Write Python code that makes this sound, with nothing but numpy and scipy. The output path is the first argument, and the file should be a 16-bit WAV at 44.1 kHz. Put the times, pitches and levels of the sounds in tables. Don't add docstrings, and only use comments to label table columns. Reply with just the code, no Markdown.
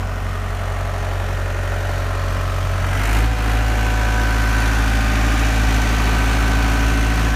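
import sys
import numpy as np
from scipy import signal
from scipy.fft import rfft, irfft, next_fast_len
from scipy.io import wavfile
from scipy.ndimage import uniform_filter1d, map_coordinates

SR = 44100
rng = np.random.default_rng(int(sys.argv[2]) if len(sys.argv) > 2 else 0)


def bounce(signal):
    frames = np.transpose(np.atleast_2d(signal))
    limited = np.clip(frames, -1, 1)
    pcm = np.round(limited * 32767).astype(np.int16)
    wavfile.write(sys.argv[1], SR, pcm)


def volts_from_db(level):
    exponent = np.asarray(level, float) / 20
    return 10 ** exponent


N = 324135

# (time [s], firing rate [Hz])
CRANK_SPEED = [(0, 46.2), (1.55, 46.1), (2.25, 46.22), (2.89, 46.18), (2.96, 46.69), (3.03, 48.49),
               (3.17, 53.48), (3.24, 55.55), (3.3, 55.7), (3.37, 54.4), (3.44, 53.85), (3.52, 54),
               (3.61, 54.6), (3.73, 54.38), (4.15, 54.27), (5.05, 54.27), (7.35, 54.65)]


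def firing_rate():
    return curves(CRANK_SPEED)[0]


def crankshaft():
    return 0.15 + np.cumsum(firing_rate()) / SR


def fast():
    return np.clip((firing_rate() - 47) / 5, 0, 1)


# (time [s], extra fuel [-1 to 1])
GOVERNOR_FUEL = [
    (2.75, -0.2),
    (2.95, 0.42),
    (3.07, 0.74),
    (3.17, 1.07),
    (3.24, 0.39),
    (3.31, -0.6),
    (3.4, 0.088),
    (3.5, 0.62),
    (3.62, 0.065),
]


def extra_fuel():
    return curves(GOVERNOR_FUEL)[0]


# (time [s], engine bay level [dB], tailpipe end level [dB])
DISTANCE = [
    (0, 0.5, 0),
    (1, 2.5, 1.5),
    (2, 4, 2.5),
    (2.7, 5.5, 3),
    (3.75, 8.5, 4),
    (4.5, 10.5, 5.5),
    (5.4, 12, 7),
    (6.2, 12, 10),
    (7, 11, 11),
    (7.35, 9.5, 10.5),
]


def approach():
    return curves(DISTANCE)


# (low-speed level [dB], its approach slope [dB/dB], high-speed level [dB],
# its approach slope [dB/dB], fuel gain [dB per unit fuel])
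EXHAUST_LAWS = [
    (-24, 0.35, -20, 0.293, 3.5),
    (-26, 0.93, -27, 0.0371, 2.5),
    (-44, 2.1, -47, 1.34, 5),
    (-46.5, -1.46, -44, 0.92, 3),
]


def order_levels(hz):
    bay_db, tail_db = approach()
    pipe_lag_s = 0.057
    fuel = np.roll(extra_fuel(), int(pipe_lag_s * SR))
    high = fast()
    levels = []
    for law, near_db in zip(EXHAUST_LAWS, (bay_db, bay_db, tail_db, bay_db)):
        low_db, low_slope, high_db, high_slope, fuel_db = law
        at_low_db = low_db + low_slope * near_db
        at_high_db = high_db + high_slope * near_db
        levels.append(at_low_db + high * (at_high_db - at_low_db) + fuel_db * fuel)
    one, two, three, five = levels
    null_db = -5 * np.exp(-((hz - 49.1) / 2.06) ** 2)
    return one, two + null_db, three + 2 * null_db, five


def exhaust(firing):
    hz = firing_rate()
    one_db, two_db, three_db, five_db = order_levels(hz)
    flip = np.pi * np.clip((51 - hz) / 4, 0, 1)
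    lean = np.interp(np.arange(N) / SR, (0, 2.8, 3.5, 7.3), (0.6, 0.2, -0.2, 1.3))
    angle = 2 * np.pi * firing
    tone = volts_from_db(one_db + 0.14 * wobble(25)) * np.cos(angle)
    tone += volts_from_db(two_db + 0.21 * wobble(20)) * np.cos(2 * angle - flip + lean)
    tone += volts_from_db(three_db + wobble(12)) * np.cos(3 * angle - flip + lean - 0.8)
    tone += volts_from_db(five_db - 2.5 + wobble(8.8)) * np.cos(4 * angle + np.pi + lean / 2)
    tone += volts_from_db(five_db + wobble(10)) * np.cos(5 * angle + 2 * lean)
    for order, db in ((1.75, -6.5), (3.75, -19), (4.25, -14.5), (4.5, -10), (4.75, -10.5), (5.25, -4.5), (5.5, -32)):
        size = volts_from_db(five_db + db + 2.5 * wobble(4.3))
        tone += size * np.cos(order * angle + wobble(1.557))
    tone += volts_from_db(two_db - 21 + 2 * wobble(3)) * np.cos(2.75 * angle)
    return np.sqrt(2) * tone


# (far level [dB], approach slope [dB/dB], fuel gain [dB per unit fuel])
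PART_LAWS = [
    (-40.5, 0.98, 11),
    (-32, 0.5872, 3.5),
    (-43.5, 1.0084, 2),
    (-50.5, 0.7744, 4),
]


def block_levels():
    bay_db, tail_db = approach()
    fuel = extra_fuel()
    return [far_db + slope * near_db + fuel_db * fuel
            for (far_db, slope, fuel_db), near_db in zip(PART_LAWS, (tail_db, bay_db, bay_db, bay_db))]


def block(firing):
    rumble_db, casing_db, knock_db, hiss_db = block_levels()
    t = np.arange(N) / SR
    burn = firing + 4 - 0.45 + 0.3 * fast()
    effort = 1 + 1.2 * np.exp(-((t - 3.08) / 0.14) ** 2)
    load_db = 0.32 * wobble(6.1)
    knock_gate = bursts(burn, 0.73 * effort, 0.4, (0.19, 0.93, 0.13, 1.5), scatter_db=1.9)
    hiss_gate = knock_gate * bursts(burn, 0.5 * effort, 0.19, (0, 0, 0, 0.4), scatter_db=1.0)
    out = volts_from_db(rumble_db - 2.5) * rumble(firing)
    out += volts_from_db(casing_db + load_db) * casing(firing, burn, effort)
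    out += volts_from_db(knock_db + load_db) * knock(firing, knock_gate)
    out += volts_from_db(hiss_db + load_db) * hiss(hiss_gate)
    return out


# (frequency [Hz], level [dB per Hz])
FAR_PANELS = [(180, -47), (300, -7.5), (450, -8), (600, 0.5), (700, -2.5), (870, -6.5), (1300, -2),
              (1600, -5.5), (1900, -7), (2300, -12.5), (3000, -17), (3900, -50)]
# (frequency [Hz], level [dB per Hz])
NEAR_PANELS = [(180, -48), (300, -6), (500, -9.5), (650, -7), (780, -5), (950, -6.5), (1300, -4.5),
               (1550, -5), (2000, -7), (2400, -11.5), (3000, -15), (3900, -51)]


def casing(firing, burn, effort):
    near = np.clip((np.arange(N) / SR - 2.6) / 0.45, 0, 1)
    depth = (0.95 - 0.55 * near) * effort ** 0.75
    shake = rattle(firing, locked=0.6, drift_s=0.8)
    shake = shake * bursts(burn, depth, 0.24, (0, 2.5, -2.5, 1), scatter_db=1.2)
    shake = patchy(shake, depth_db=1.2)
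    return (1 - near) * coloured(shake, FAR_PANELS) + near * coloured(shake, NEAR_PANELS)


# (frequency [Hz], level [dB per Hz])
RUMBLE_COLOUR = [(40, -30), (120, -15), (200, -2), (275, 0), (330, -6.5), (420, -4.5), (600, -24)]


def rumble(firing):
    return coloured(rattle(firing, locked=0.44, drift_s=0.684), RUMBLE_COLOUR)


# (frequency [Hz], level [dB per Hz])
KNOCK_COLOUR = [(1410, -70), (2400, -0.5), (2880, -6.5), (3120, -5), (3330, -6.5), (4500, -9),
                (4880, -11.5), (6190, -9.5), (8000, -19), (10400, -28), (17600, -120)]


def knock(firing, gate):
    clatter = patchy(rattle(firing, locked=0.26, drift_s=0.394), depth_db=1.16)
    return coloured(clatter * gate, KNOCK_COLOUR)


# (frequency [Hz], level [dB per Hz])
HISS_COLOUR = [(4120, -37), (7000, -5), (7870, -9), (9090, -5), (10600, -9), (12700, -8.5), (14700, -13),
               (15300, -10)]


def hiss(gate):
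    return coloured(patchy(rng.standard_normal(N), depth_db=1.3) * gate, HISS_COLOUR)


# (order [per firing], time [s], half length [s], level [dB])
PANEL_FLARES = [(6, 4.2, .6, -43), (12, 1.6, 1.1, -43.5), (13, 2.1, .8, -44), (13, 5.9, .6, -40),
                (15, .8, .5, -45), (14.5, 5.2, .6, -40), (21, 6.1, .5, -40), (22.5, 5.2, .35, -38),
                (23.25, 6.5, .5, -42), (24.25, 6.3, .5, -41), (27, 4.8, .5, -42), (27, 6.8, .6, -42),
                (28.25, 5, .5, -41), (29.25, 4.4, .4, -41), (32, 5.2, .4, -43), (40.5, 1.2, 1.1, -46),
                (41.5, 2.1, .3, -46), (42, 5.4, .4, -40.5), (41.5, 6.2, .6, -46), (42.5, 2.98, .04, -39)]


def panels(firing, boost_db):
    t, out = np.arange(N) / SR, np.zeros(N)
    unsteady, blur = wobble(14), wobble(9)
    for order, s, half, db in PANEL_FLARES:
        part = np.abs(t - s) < 2 * half
        swell_db = db + boost_db - 6 * ((t[part] - s) / half) ** 4
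        swell_db += 1.5 * np.roll(unsteady, int(order * 9000))[part]
        phase = 2 * np.pi * order * firing[part] + 0.4 * np.roll(blur, int(order * 7000))[part]
        out[part] += volts_from_db(swell_db) * np.cos(phase)
    return np.sqrt(2) * out


# (order [per firing], level at low speed [dB], level at high speed [dB])
PUMP_LINES = [(9, -44.5, -48), (13.5, -48.5, -40), (18, -48, -44)]


def pump(firing):
    return whine(firing, PUMP_LINES, blur=0.2)


# (order [per firing], level at low speed [dB], level at high speed [dB])
GEAR_LINES = [(28, -46, -41), (14, -49, -46), (11, -57, -46)]


def gears(firing):
    each_firing = 0.3 * np.cos(2 * np.pi * (firing - 0.67 + 0.27 * fast()))
    hardest = 0.55 * np.cos(np.pi * (firing - 2.4) / 4) ** 24
    return whine(firing, GEAR_LINES, blur=0.25) * (0.92 + each_firing + hardest)


# (order [per firing], time [s], half length [s], level [dB])
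FRAME_OPENINGS = [(9, 2.7, 1.7, -44.5), (9, 3.4, .3, -41), (9, 4.1, .4, -43), (13.5, 3.8, .7, -36.5),
                  (18, 4.3, .5, -35), (18, 6.15, .2, -39), (18, 6.75, .2, -41), (28, 2.5, .55, -41),
                  (28, 4.4, .7, -31), (28, 6.6, 1.1, -35.5), (28, 6.9, .4, -38), (14, 2.2, .75, -45),
                  (14, 6.2, 1.2, -43.5), (11, 3.8, .6, -41), (11, 5.05, .3, -42.5), (11, 7, .4, -40)]


def whine(firing, rows, blur):
    t, out = np.arange(0, N / SR, 0.01), np.zeros(N)
    high = np.interp(t, np.arange(N) / SR, fast())
    for k, low_db, high_db in rows:
        power = volts_from_db(2 * (low_db + (high_db - low_db) * high))
        for order, s, half, db in FRAME_OPENINGS:
            if order == k:
                power += volts_from_db(2 * db - 12 * ((t - s) / half) ** 4)
        size, = curves(np.c_[t, np.sqrt(2 * power)])
        out += size * volts_from_db(wobble(14)) * np.cos(2 * np.pi * k * firing + blur * wobble(9))
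    return out


# (time [s], level [dB])
DRUM_LEVEL = [
    (0, -33.5),
    (1.5, -37.5),
    (2.8, -34),
    (3.2, -36),
    (4, -35.5),
    (5.5, -32.5),
    (7.35, -32),
]
# (frequency [Hz], level [dB per Hz])
SOIL_COLOUR = [(6, -12), (30, 6), (70, 5.5), (130, -1.5), (200, -1), (260, -11), (400, -35)]


def drums():
    level_db = curves(DRUM_LEVEL)[0] + 1.4 * wobble(6.2)
    return volts_from_db(level_db) * coloured(rng.standard_normal(N), SOIL_COLOUR)


def rattle(firing, locked, drift_s):
    steps = 2048
    slow = np.arange(N) / SR / drift_s
    patterns = rng.standard_normal((64, steps))
    step = (firing / 4 % 1 * steps).astype(int)
    k = slow.astype(int) % 63
    turn = np.pi / 2 * (slow % 1)
    repeating = np.cos(turn) * patterns[k, step] + np.sin(turn) * patterns[k + 1, step]
    share = np.clip(locked, 0, 1)
    return np.sqrt(share) * repeating + np.sqrt(1 - share) * rng.standard_normal(N)


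def bursts(firing, depth, fall, cylinders_db, scatter_db):
    count = firing.astype(int)
    scatter = scatter_db * rng.standard_normal(count[-1] + 1)
    size_db = np.asarray(cylinders_db)[count % 4] + scatter[count]
    gate = depth * volts_from_db(size_db) * np.exp(-(firing % 1) / fall)
    return unit(1 + uniform_filter1d(gate, size=170))


def patchy(x, depth_db):
    z = signal.stft(x, nperseg=1024)[2]
    field = uniform_filter1d(rng.standard_normal(z.shape), size=5, axis=0)
    field = uniform_filter1d(field, size=30, axis=1)
    return unit(signal.istft(z * volts_from_db(depth_db * unit(field)), nperseg=1024)[1][:N])


def coloured(x, points):
    m = next_fast_len(N + 8192)
    hz, db = np.transpose(points)
    gain = volts_from_db(np.interp(np.log(np.fft.rfftfreq(m, 1 / SR) + 1), np.log(hz + 1), db, -120, -120))
    return unit(irfft(rfft(x, m) * gain, m)[:N])


def wobble(rate):
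    knots = rng.standard_normal(int(N * rate / SR) + 4)
    return map_coordinates(knots, [np.arange(N) * rate / SR])


def curves(rows):
    s, *cols = np.transpose(rows)
    return [np.interp(np.arange(N) / SR, s, c) for c in cols]


def unit(x):
    return x / np.sqrt(np.mean(x ** 2) + 1e-20)


def scene():
    firing = crankshaft()
    engine = exhaust(firing) + block(firing) + panels(firing, boost_db=1.0)
    return (engine + pump(firing) + gears(firing) + drums())[None]


def band_limit(x):
    return signal.sosfilt(signal.butter(12, 15430, fs=SR, output="sos"), x)


def record(dry):
    m = next_fast_len(N + 8192)
    hz = np.fft.rfftfreq(m, 1 / SR)
    port_dip = volts_from_db(-4 * np.exp(-((hz - 10450) / 260) ** 2))
    low_cut = hz ** 4 / (hz ** 4 + 30 ** 4)
    heard = irfft(rfft(dry, m) * port_dip * low_cut, m)[:, :N]
    soft = heard / (1 + np.abs(heard / 0.56) ** 5) ** (1 / 5)
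    return band_limit(soft)


dry = scene()
out = record(dry)
bounce(out)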